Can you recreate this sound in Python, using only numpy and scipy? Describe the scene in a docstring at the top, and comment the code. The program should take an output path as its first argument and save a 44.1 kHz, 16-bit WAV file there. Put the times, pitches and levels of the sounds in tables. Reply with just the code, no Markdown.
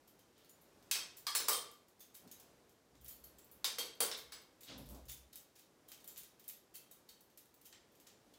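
"""Faint clinks of wire curtain hooks fingered in the hand, over a quiet room tone; then hooks drop onto a
hollow metal rod. Cloth brushes past and shifting feet rumble and scuff in the tub.
Contacts: a noise rattle rings a bank of resonances, and a tiled-bathroom tail answers each one.
Body movement and room tone: coloured noise under slow level curves."""
import sys
import numpy as np
from scipy import signal
from scipy.fft import rfft, irfft, next_fast_len
from scipy.io import wavfile
from scipy.ndimage import uniform_filter1d

SR = 44100
rng = np.random.default_rng(int(sys.argv[2]) if len(sys.argv) > 2 else 0)


def to_wav(s):
    """Save 16-bit WAV."""
    ch = np.atleast_2d(s).T  # columns
    pcm = np.round(np.clip(ch, -1, 1) * 32767)  # PCM
    wavfile.write(sys.argv[1], SR, pcm.astype(np.int16))


N = 369558

# room tone spectrum, relative: [f/Hz, density/dB per Hz]
TONE_SPECTRUM = [(24, -51), (40, -11.5), (354, -4.5), (585, -8), (646, -10), (770, -11), (1240, -15.5),
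                 (2910, -22), (3560, -22), (5870, -22.5), (11600, -29), (12800, -27.5), (16000, -34)]
# room tone level: [t/s, level/dB]
TONE_LEVEL_CURVE = [(0, -70), (.4, -70), (.85, -67), (1.95, -71.5), (2.5, -67), (2.8, -71.5), (3.4, -68),
                    (4.5, -69.5), (5.598, -71.5), (6.05, -68.5), (6.6, -71.5), (7, -70), (7.4, -72.5),
                    (7.9, -70), (8.38, -68.5)]
# hook touches hook: [t/s, level before gain/dB, low-end tint/dB, rattle/ms,
#   favoured mode 1 f/Hz, favoured mode 2 f/Hz, their lift/dB]
HOOK_CLINKS = [(0.075, -65, -12.5, 3.6, 11750, 13100, 10), (0.192, -70.5, -5.5, 0.84, 3120, 14420, 12),
               (0.38, -70.5, -14, 0.6, 12500, 15000, 5), (0.446, -72, -8, 1, 9030, 14100, 8),
               (0.492, -60.5, -19, 2.9, 6950, 9000, 13.6), (0.611, -66.5, -24, 4.2, 11750, 14100, 8),
               (0.825, -76, 0, 1.1, 11750, 14100, 8), (1.163, -54, -13.5, 7.7, 11750, 14700, 9),
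               (1.6, -60, -22, 4, 13100, 15000, 6), (1.71, -62, -13, 3, 11750, 14000, 8.9),
               (1.881, -70, -13, 2.4, 13700, 14700, 6), (1.992, -56, -12.5, 13, 3500, 14950, 3.8),
               (2.142, -53, -14, 6.8, 7740, 11750, 10), (2.276, -68.5, -3, 0.58, 10950, 14420, 6),
               (2.3135, -54.5, -11.5, 2.1, 6350, 6950, 9.9), (2.397, -61, -9, 2.1, 11200, 15000, 8),
               (2.693, -71, -10, 2.4, 10050, 13700, 5.5), (2.948, -78.5, 3.5, 4.3, 7740, 5130, 6),
               (3.007, -66, -17, 5.3, 3140, 13100, 11), (3.035, -59.5, -8.5, 16, 9050, 13100, 7),
               (3.045, -58, -34, 0.4, 13100, 14420, 8.8), (3.076, -52, -14, 6, 11750, 14600, 17),
               (3.092, -53.5, -23, 1.8, 11750, 14300, 11), (3.124, -57, -30, 2.4, 4440, 11750, 16),
               (3.198, -72, -26, 0.7, 13100, 14450, 10), (3.238, -56.5, -17, 2.8, 4460, 11700, 20),
               (3.272, -73, -17, 0.9, 9030, 14100, 11), (3.382, -61.5, -14, 2.7, 7700, 14800, 11),
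               (3.445, -64, -31, 1.2, 7700, 14400, 8.2), (3.514, -57, -28, 3.4, 11700, 14420, 11),
               (3.95, -72, -26, 2, 14600, 13100, 6), (4.17, -52.5, -9, 5, 14600, 11200, 7.2),
               (4.415, -70, -34, 2, 13700, 12760, 16), (4.606, -60, -8.5, 4, 11750, 13700, 8),
               (4.632, -57, -11, 1.7, 3750, 7760, 7), (4.776, -59, -17, 3.9, 10100, 14600, 13),
               (4.851, -64, -14, 7.4, 7760, 14600, 9), (4.887, -55.5, -16.5, 8.8, 11750, 14600, 11),
               (4.945, -61.5, -8, 5, 3750, 12500, 6), (5.049, -67, -10, 5.7, 6350, 13700, 5),
               (5.082, -53.5, -9, 5, 14600, 15000, 8), (5.091, -50, -11.5, 3.9, 3520, 15000, 15),
               (5.112, -50.5, -16, 3.5, 9030, 11600, 13), (5.14, -65.4, -19, 1.0, 3520, 9030, 8),
               (5.328, -59, -8.5, 2.1, 13100, 14450, 7), (5.357, -51, -14.5, 0.7, 6350, 8000, 6.8),
               (5.554, -65.5, -3.5, 6.5, 5130, 15100, 4), (5.585, -63, -9, 4.6, 4460, 6660, 6.4),
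               (5.88, -57.5, -13.5, 6.3, 3140, 15000, 10), (5.917, -56.5, -4, 1.1, 11700, 14600, 18),
               (6.003, -69, -6, 1.6, 9030, 15000, 7), (6.042, -59, -16, 1.2, 3770, 11750, 12.4),
               (6.072, -50, -16, 4.6, 11700, 14400, 11), (6.159, -60, -2.5, 7.6, 3520, 14420, 7.2),
               (6.172, -47.5, -18, 4.5, 13700, 7900, 6), (6.232, -59.5, -9.5, 1.1, 13100, 15000, 7),
               (6.394, -65.5, -7, 3.2, 10950, 13700, 11), (6.44, -63.5, -13, 2.9, 3140, 10950, 8),
               (6.476, -47.5, -18, 3.7, 11400, 14700, 14), (6.494, -57, -7, 2.7, 1850, 14600, 21),
               (6.738, -56, -11, 7.4, 3140, 11700, 5.6), (6.75, -51, -16.5, 4.7, 2660, 14500, 14.7),
               (6.909, -55.5, -17.5, 3.1, 3750, 14600, 8), (7.087, -59.5, -7.5, 3.1, 3760, 13700, 12),
               (7.205, -64.5, -16, 2.5, 12500, 14700, 13), (7.295, -76, -3.5, 6.2, 7740, 13700, 7),
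               (7.373, -56.5, -13, 3.3, 3750, 11750, 5), (7.455, -71, -13, 1.4, 13700, 15000, 8),
               (7.54, -67, -15, 1.8, 6350, 15000, 7), (7.613, -66.5, -12, 1.1, 10950, 12500, 7),
               (7.645, -57, -11, 9.6, 3140, 6950, 5.9), (7.726, -71.5, 11, 1.1, 5130, 14420, 3),
               (7.917, -76, -14, 1.4, 11750, 15000, 9), (7.95, -71.5, -9, 1.8, 12500, 14600, 7.6),
               (7.999, -65.5, -9.5, 2.9, 10950, 13100, 7), (8.066, -64, -0.5, 3.6, 5400, 14420, 4),
               (8.336, -71, -1.5, 2.8, 13700, 15000, 10)]
# bending modes of the wire hooks: [f/Hz, width before grip/Hz, relative level/dB]
HOOK_MODES = [(1860, 49, -12.5), (2660, 43, 0.5), (3140, 60, 1.5), (3515, 40, 5.5), (3770, 39, 3),
              (4412, 110, 5.5), (5360, 29, -10), (5300, 43, -6), (6420, 160, -2.5), (6990, 68, 8),
              (7680, 73, 3), (8000, 55, -6), (9040, 40, 1), (10100, 90, 0.5), (11100, 40, -5),
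              (11340, 100, -2), (11730, 76, -0.5), (11400, 44, -0.5), (12500, 55, 1), (12600, 80, -7),
              (13100, 80, -2), (13700, 110, 1), (14200, 72, -1), (14160, 79, 6), (14700, 63, 1),
              (14900, 99, -14.5), (15000, 80, 2.5)]
# room decay: [f/Hz, t60/s]
TILE_DECAY = [(300, 0.68), (800, 0.48), (2000, 0.49), (5500, 0.4), (10000, 0.31), (15000, .25)]
# cloth brushes: [t/s, hold/s, level/dB]
CLOTH_BRUSHES = [(0.37, 0.074, -74), (4.69, 0.026, -54), (4.8, 0.15, -79)]
# cloth spectrum, relative: [f/Hz, density/dB per Hz]
CLOTH_SPECTRUM = [(710, -27), (1200, -9), (2010, -6.5), (2270, -7.5), (3420, -0.5), (5420, -6.5),
                  (10000, -23), (13000, -57), (22000, -120)]
# weight shifts driving the lowest room modes: [t/s, hold/s, level/dB]
TUB_BOOMS = [(2.99, 0.091, -65), (3.24, .1, -72.5), (3.53, 0.11, -76), (4.25, 0.034, -71), (4.79, 0.1, -54),
             (5.04, 0.07, -58.5)]
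# foot scuffs in the tub: [t/s, hold/s, level/dB]
TUB_SCUFFS = [(2.24, 0.025, -64), (2.93, 0.035, -70), (3.11, 0.018, -71), (4.7, 0.11, -56.5),
              (4.9, 0.095, -59)]
# scuff spectrum, relative: [f/Hz, density/dB per Hz]
SCUFF_SPECTRUM = [(53, -52), (90, -7), (269, 2), (336, -9), (599, -7.5), (674, -9), (1500, -23.5),
                  (1950, -51), (3300, -120)]
# hook lands on rod: [t/s, level before gain/dB, thud tint/dB, low tint/dB, treble tint/dB, rattle/ms,
#   favoured mode 1 f/Hz, favoured mode 2 f/Hz, their lift/dB]
ROD_BLOWS = [(0.912, -32, -62, -16.5, -2, 0.91, 2540, 4560, 15.2),
             (0.955, -39.5, -21, -9.5, -9, 0.82, 2540, 1152, 8.2),
             (1.267, -37, -40, -9.5, -10, 1.28, 3307, 4020, 13.6),
             (1.349, -33.5, -27.5, -10, -2, 2.6, 5000, 7360, 15),
             (1.4, -46.5, -7, -9, -16, 1.4, 3900, 15500, 9),
             (1.482, -36, -18.5, -1.5, 6, 2.7, 5300, 7780, 13),
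             (1.53, -39.5, -25, -24, -2, 1.43, 3170, 3600, 19),
             (3.6435, -32.5, -28.5, -12.5, -7, 0.99, 4650, 9700, 5.5),
             (3.7835, -37, -19.5, -12, -8, 2.61, 3200, 4700, 3.3),
             (3.83, -59, -4, -13, -13, 0.5, 3920, 4640, 9),
             (4.0035, -36.5, -16, -3, 5.5, 1.65, 3180, 7720, 7.1),
             (4.113, -39.5, -34, -13.5, -18.5, 2.1, 2230, 3540, 7.8),
             (4.319, -50.5, -18, -5.5, -7, 3.3, 7720, 2220, 10)]
# modes of the tube: [f/Hz, width before grip/Hz, relative level/dB]
ROD_MODES = [(461, 45, 5), (1175, 44, 5.5), (1285, 14, -17), (1650, 80, 3), (2193, 26, -0.5),
             (2540, 65, -4.5), (3203, 26, 4.5), (3286, 70, -2), (3576, 83, -8.5), (3894, 32, 6),
             (3850, 57, -10), (4320, 59, 6.5), (4670, 18.3, 3), (4907, 83, 6), (5287, 61, 4.5),
             (5290, 130, 3), (6210, 50, -0.5), (6600, 46, -11.5), (7360, 70, -9.5), (7730, 32, -1),
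             (7990, 58, 4), (8940, 33, 7.5), (9560, 70, 6.5), (10270, 170, 2.5), (11040, 90, -10.5),
             (12500, 90, -6), (12500, 87, 5.5), (13660, 80, 1), (14900, 90, 0), (15500, 90, 11.5)]

BOOM_HZ, BOOM_WIDTH_HZ = 62.1, 10.2  # lowest room mode
OVERTONE_HZ, OVERTONE_WIDTH_HZ, OVERTONE_DB = 130, 20, -12.5
# (rise, fall) in dB/s
CLOTH_SLOPES, BOOM_SLOPES, SCUFF_SLOPES = (570, 133), (220, 95), (760, 170)
MIDDLE_PER_LOW, MIDDLE_DB = 0.81, 6.5  # the middle of a clink follows its low end
DETUNE = 0.012  # relative pitch scatter: no two hooks, grips or places on the rod ring quite alike
LOW_LIFT = 0.35  # share of a contact's dullness that a favoured mode escapes
SPOT_WIDTH = 0.015  # reach of a favoured mode, in ln(f)
CONTACT_SAMPLES = 2 ** 15
LEAD_SAMPLES = 64  # colouring spreads a little ahead of the contact
TOP_HZ = 15900


def amp(db):
    """dB to amplitude ratio."""
    return 10 ** (np.asarray(db) / 20)


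def unit(x):
    """Scale to rms 1."""
    return x / np.sqrt(np.mean(np.abs(x) ** 2) + 1e-20)


def along(points, hz):
    """Interpolate (Hz, value) points on a log-frequency axis."""
    point_hz, value = np.transpose(points)
    return np.interp(np.log(hz + 1), np.log(point_hz + 1), value)


def filtered(x, response):
    """Multiply the spectrum of x by a response of frequency."""
    size = next_fast_len(N + SR // 2)
    spectrum = rfft(x, size) * response(np.fft.rfftfreq(size, 1 / SR))
    return irfft(spectrum, size)[..., :N]


def noise(spectrum):
    """Coloured noise of rms 1."""
    return unit(filtered(rng.standard_normal(N), lambda hz: amp(along(spectrum, hz))))


def room_tone():
    """Distant house noise and microphone hiss: coloured noise under a slow level curve."""
    s, db = np.transpose(TONE_LEVEL_CURVE)
    return amp(np.interp(np.arange(N) / SR, s, db)) * noise(TONE_SPECTRUM)


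def resonance(f, hz, width_hz):
    """Second-order resonance, gain 1 at its peak."""
    return 1j * f * width_hz / (hz * hz - f * f + 1j * f * width_hz)


def tiles(build_s):
    """Spectrum of a fresh energy-1 room tail: echoes thicken, then each frequency dies at its own speed."""
    hz, t, cells = signal.stft(rng.standard_normal(CONTACT_SAMPLES * 3 // 4), SR, nperseg=256)
    decay = amp(-60 * t / along(TILE_DECAY, hz)[:, None])
    tail = signal.istft(cells * decay, SR, nperseg=256)[1]
    tail *= 1 - np.exp(-(np.arange(len(tail)) / SR / build_s) ** 2)
    return rfft(tail / np.linalg.norm(tail), CONTACT_SAMPLES)


def contacts(events, modes, grip, colour, spiky_db, ring_db, scatter_db, wet_db, build):
    """A short rattle of tiny ticks rings the modes, damped by the grip (width factor), in the room."""
    out = np.zeros(N + CONTACT_SAMPLES)
    f = np.fft.rfftfreq(CONTACT_SAMPLES, 1 / SR)
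    t = np.arange(CONTACT_SAMPLES // 8) / SR
    hz, width_hz, level_db = np.transpose(modes)
    sign = (-1.) ** np.arange(len(hz))
    for s, db, *tint, ms, first_hz, second_hz, lift_db in events:
        tint_points = colour(*tint)
        peak_s = max(ms, .3) / 1000
        ticks = amp(spiky_db * np.repeat(rng.standard_normal(len(t) // 16), 16))
        rattle = rng.standard_normal(len(t)) * ticks * t / peak_s * np.exp(-t / peak_s)
        # where the metal is struck picks its modes
        near_db = 0
        for spot_hz in (first_hz, second_hz):
            spot_lift_db = lift_db - LOW_LIFT * along(tint_points, spot_hz)
            near_db = near_db + spot_lift_db * np.exp(-(np.log(hz / spot_hz) / SPOT_WIDTH) ** 2)
        # lifted modes scatter less in pitch and level
        pitch_hz = hz * (1 + DETUNE * rng.standard_normal(len(hz)) / amp(near_db))
        scatter = rng.normal(0, scatter_db, len(hz)) / amp(near_db / 2)
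        mode_gain = sign * amp(ring_db + level_db + near_db + scatter)
        ring = mode_gain @ resonance(f, pitch_hz[:, None], grip * width_hz[:, None])
        # the direct ring starts at the rattle's peak
        direct = rfft(rattle / np.linalg.norm(rattle), CONTACT_SAMPLES)
        direct = direct + ring * np.exp(-2j * np.pi * f * peak_s)
        sound = direct + amp(wet_db) * (1 + ring) * tiles(build * peak_s)
        lead = np.exp(-2j * np.pi * f * LEAD_SAMPLES / SR)
        start = round(s * SR) - LEAD_SAMPLES
        out[start:start + CONTACT_SAMPLES] += amp(db) * irfft(sound * amp(along(tint_points, f)) * lead)
    return out[:N]


def hooks():
    """Thin wire radiates little bass; its bending modes stand high."""
    def colour(low):
        middle = MIDDLE_PER_LOW * low + MIDDLE_DB
        return [(400, low - 16), (1200, low - 1), (2500, low + 5), (5500, middle),
                (8500, middle / 2 - 1.5), (11000, 0.096), (16000, 0.81)]
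    return amp(26) * contacts(HOOK_CLINKS, modes=HOOK_MODES, grip=0.96, colour=colour, spiky_db=10,
                              ring_db=-0.5, scatter_db=4.5, wet_db=4.5, build=1.4)


def swells(events, slopes):
    """Level curve: each movement rises, holds and dies away in dB; about 20 ms smoothing."""
    t = np.arange(N) / SR
    rise, fall = slopes
    total = np.zeros(N)
    for s, hold_s, db in events:
        before_s = np.maximum(s - t, 0)
        after_s = np.maximum(t - s - hold_s, 0)
        total += amp(db - rise * before_s - fall * after_s)
    return uniform_filter1d(total, size=900)


def cloth():
    """A sleeve brushes past: broadband friction noise."""
    return swells(CLOTH_BRUSHES, CLOTH_SLOPES) * noise(CLOTH_SPECTRUM)


def feet():
    """Weight shifting in the tub drives the lowest room modes and scuffs."""
    def room_modes(f):
        lowest = resonance(f, BOOM_HZ, BOOM_WIDTH_HZ) ** 2
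        overtone = resonance(f, OVERTONE_HZ, OVERTONE_WIDTH_HZ) ** 2
        return lowest + amp(OVERTONE_DB) * overtone
    rumble = unit(filtered(rng.standard_normal(N), room_modes))
    booms = swells(TUB_BOOMS, BOOM_SLOPES) * rumble
    scuffs = swells(TUB_SCUFFS, SCUFF_SLOPES) * noise(SCUFF_SPECTRUM)
    return booms + scuffs


def rod():
    """The tube rings broadly from 1 kHz up and thuds in its wall mounts."""
    def colour(thud, low, treble):
        return [(100, thud), (400, thud + 10), (800, low + 2), (1300, low + 6), (2000, low / 2),
                (4500, 0.0073), (11000, treble - 2), (16000, treble - 4)]
    return amp(27) * contacts(ROD_BLOWS, modes=ROD_MODES, grip=1.41, colour=colour, spiky_db=3.5,
                              ring_db=2.5, scatter_db=4.0, wet_db=5.5, build=2.2)


def scene():
    """Sum of all sources, one channel."""
    return (room_tone() + hooks() + cloth() + feet() + rod())[None]


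def record(dry):
    """Steep low-pass at the band limit."""
    return filtered(dry, lambda hz: 1 / (1 + (hz / TOP_HZ) ** 120))


dry = scene()
out = record(dry)
to_wav(out)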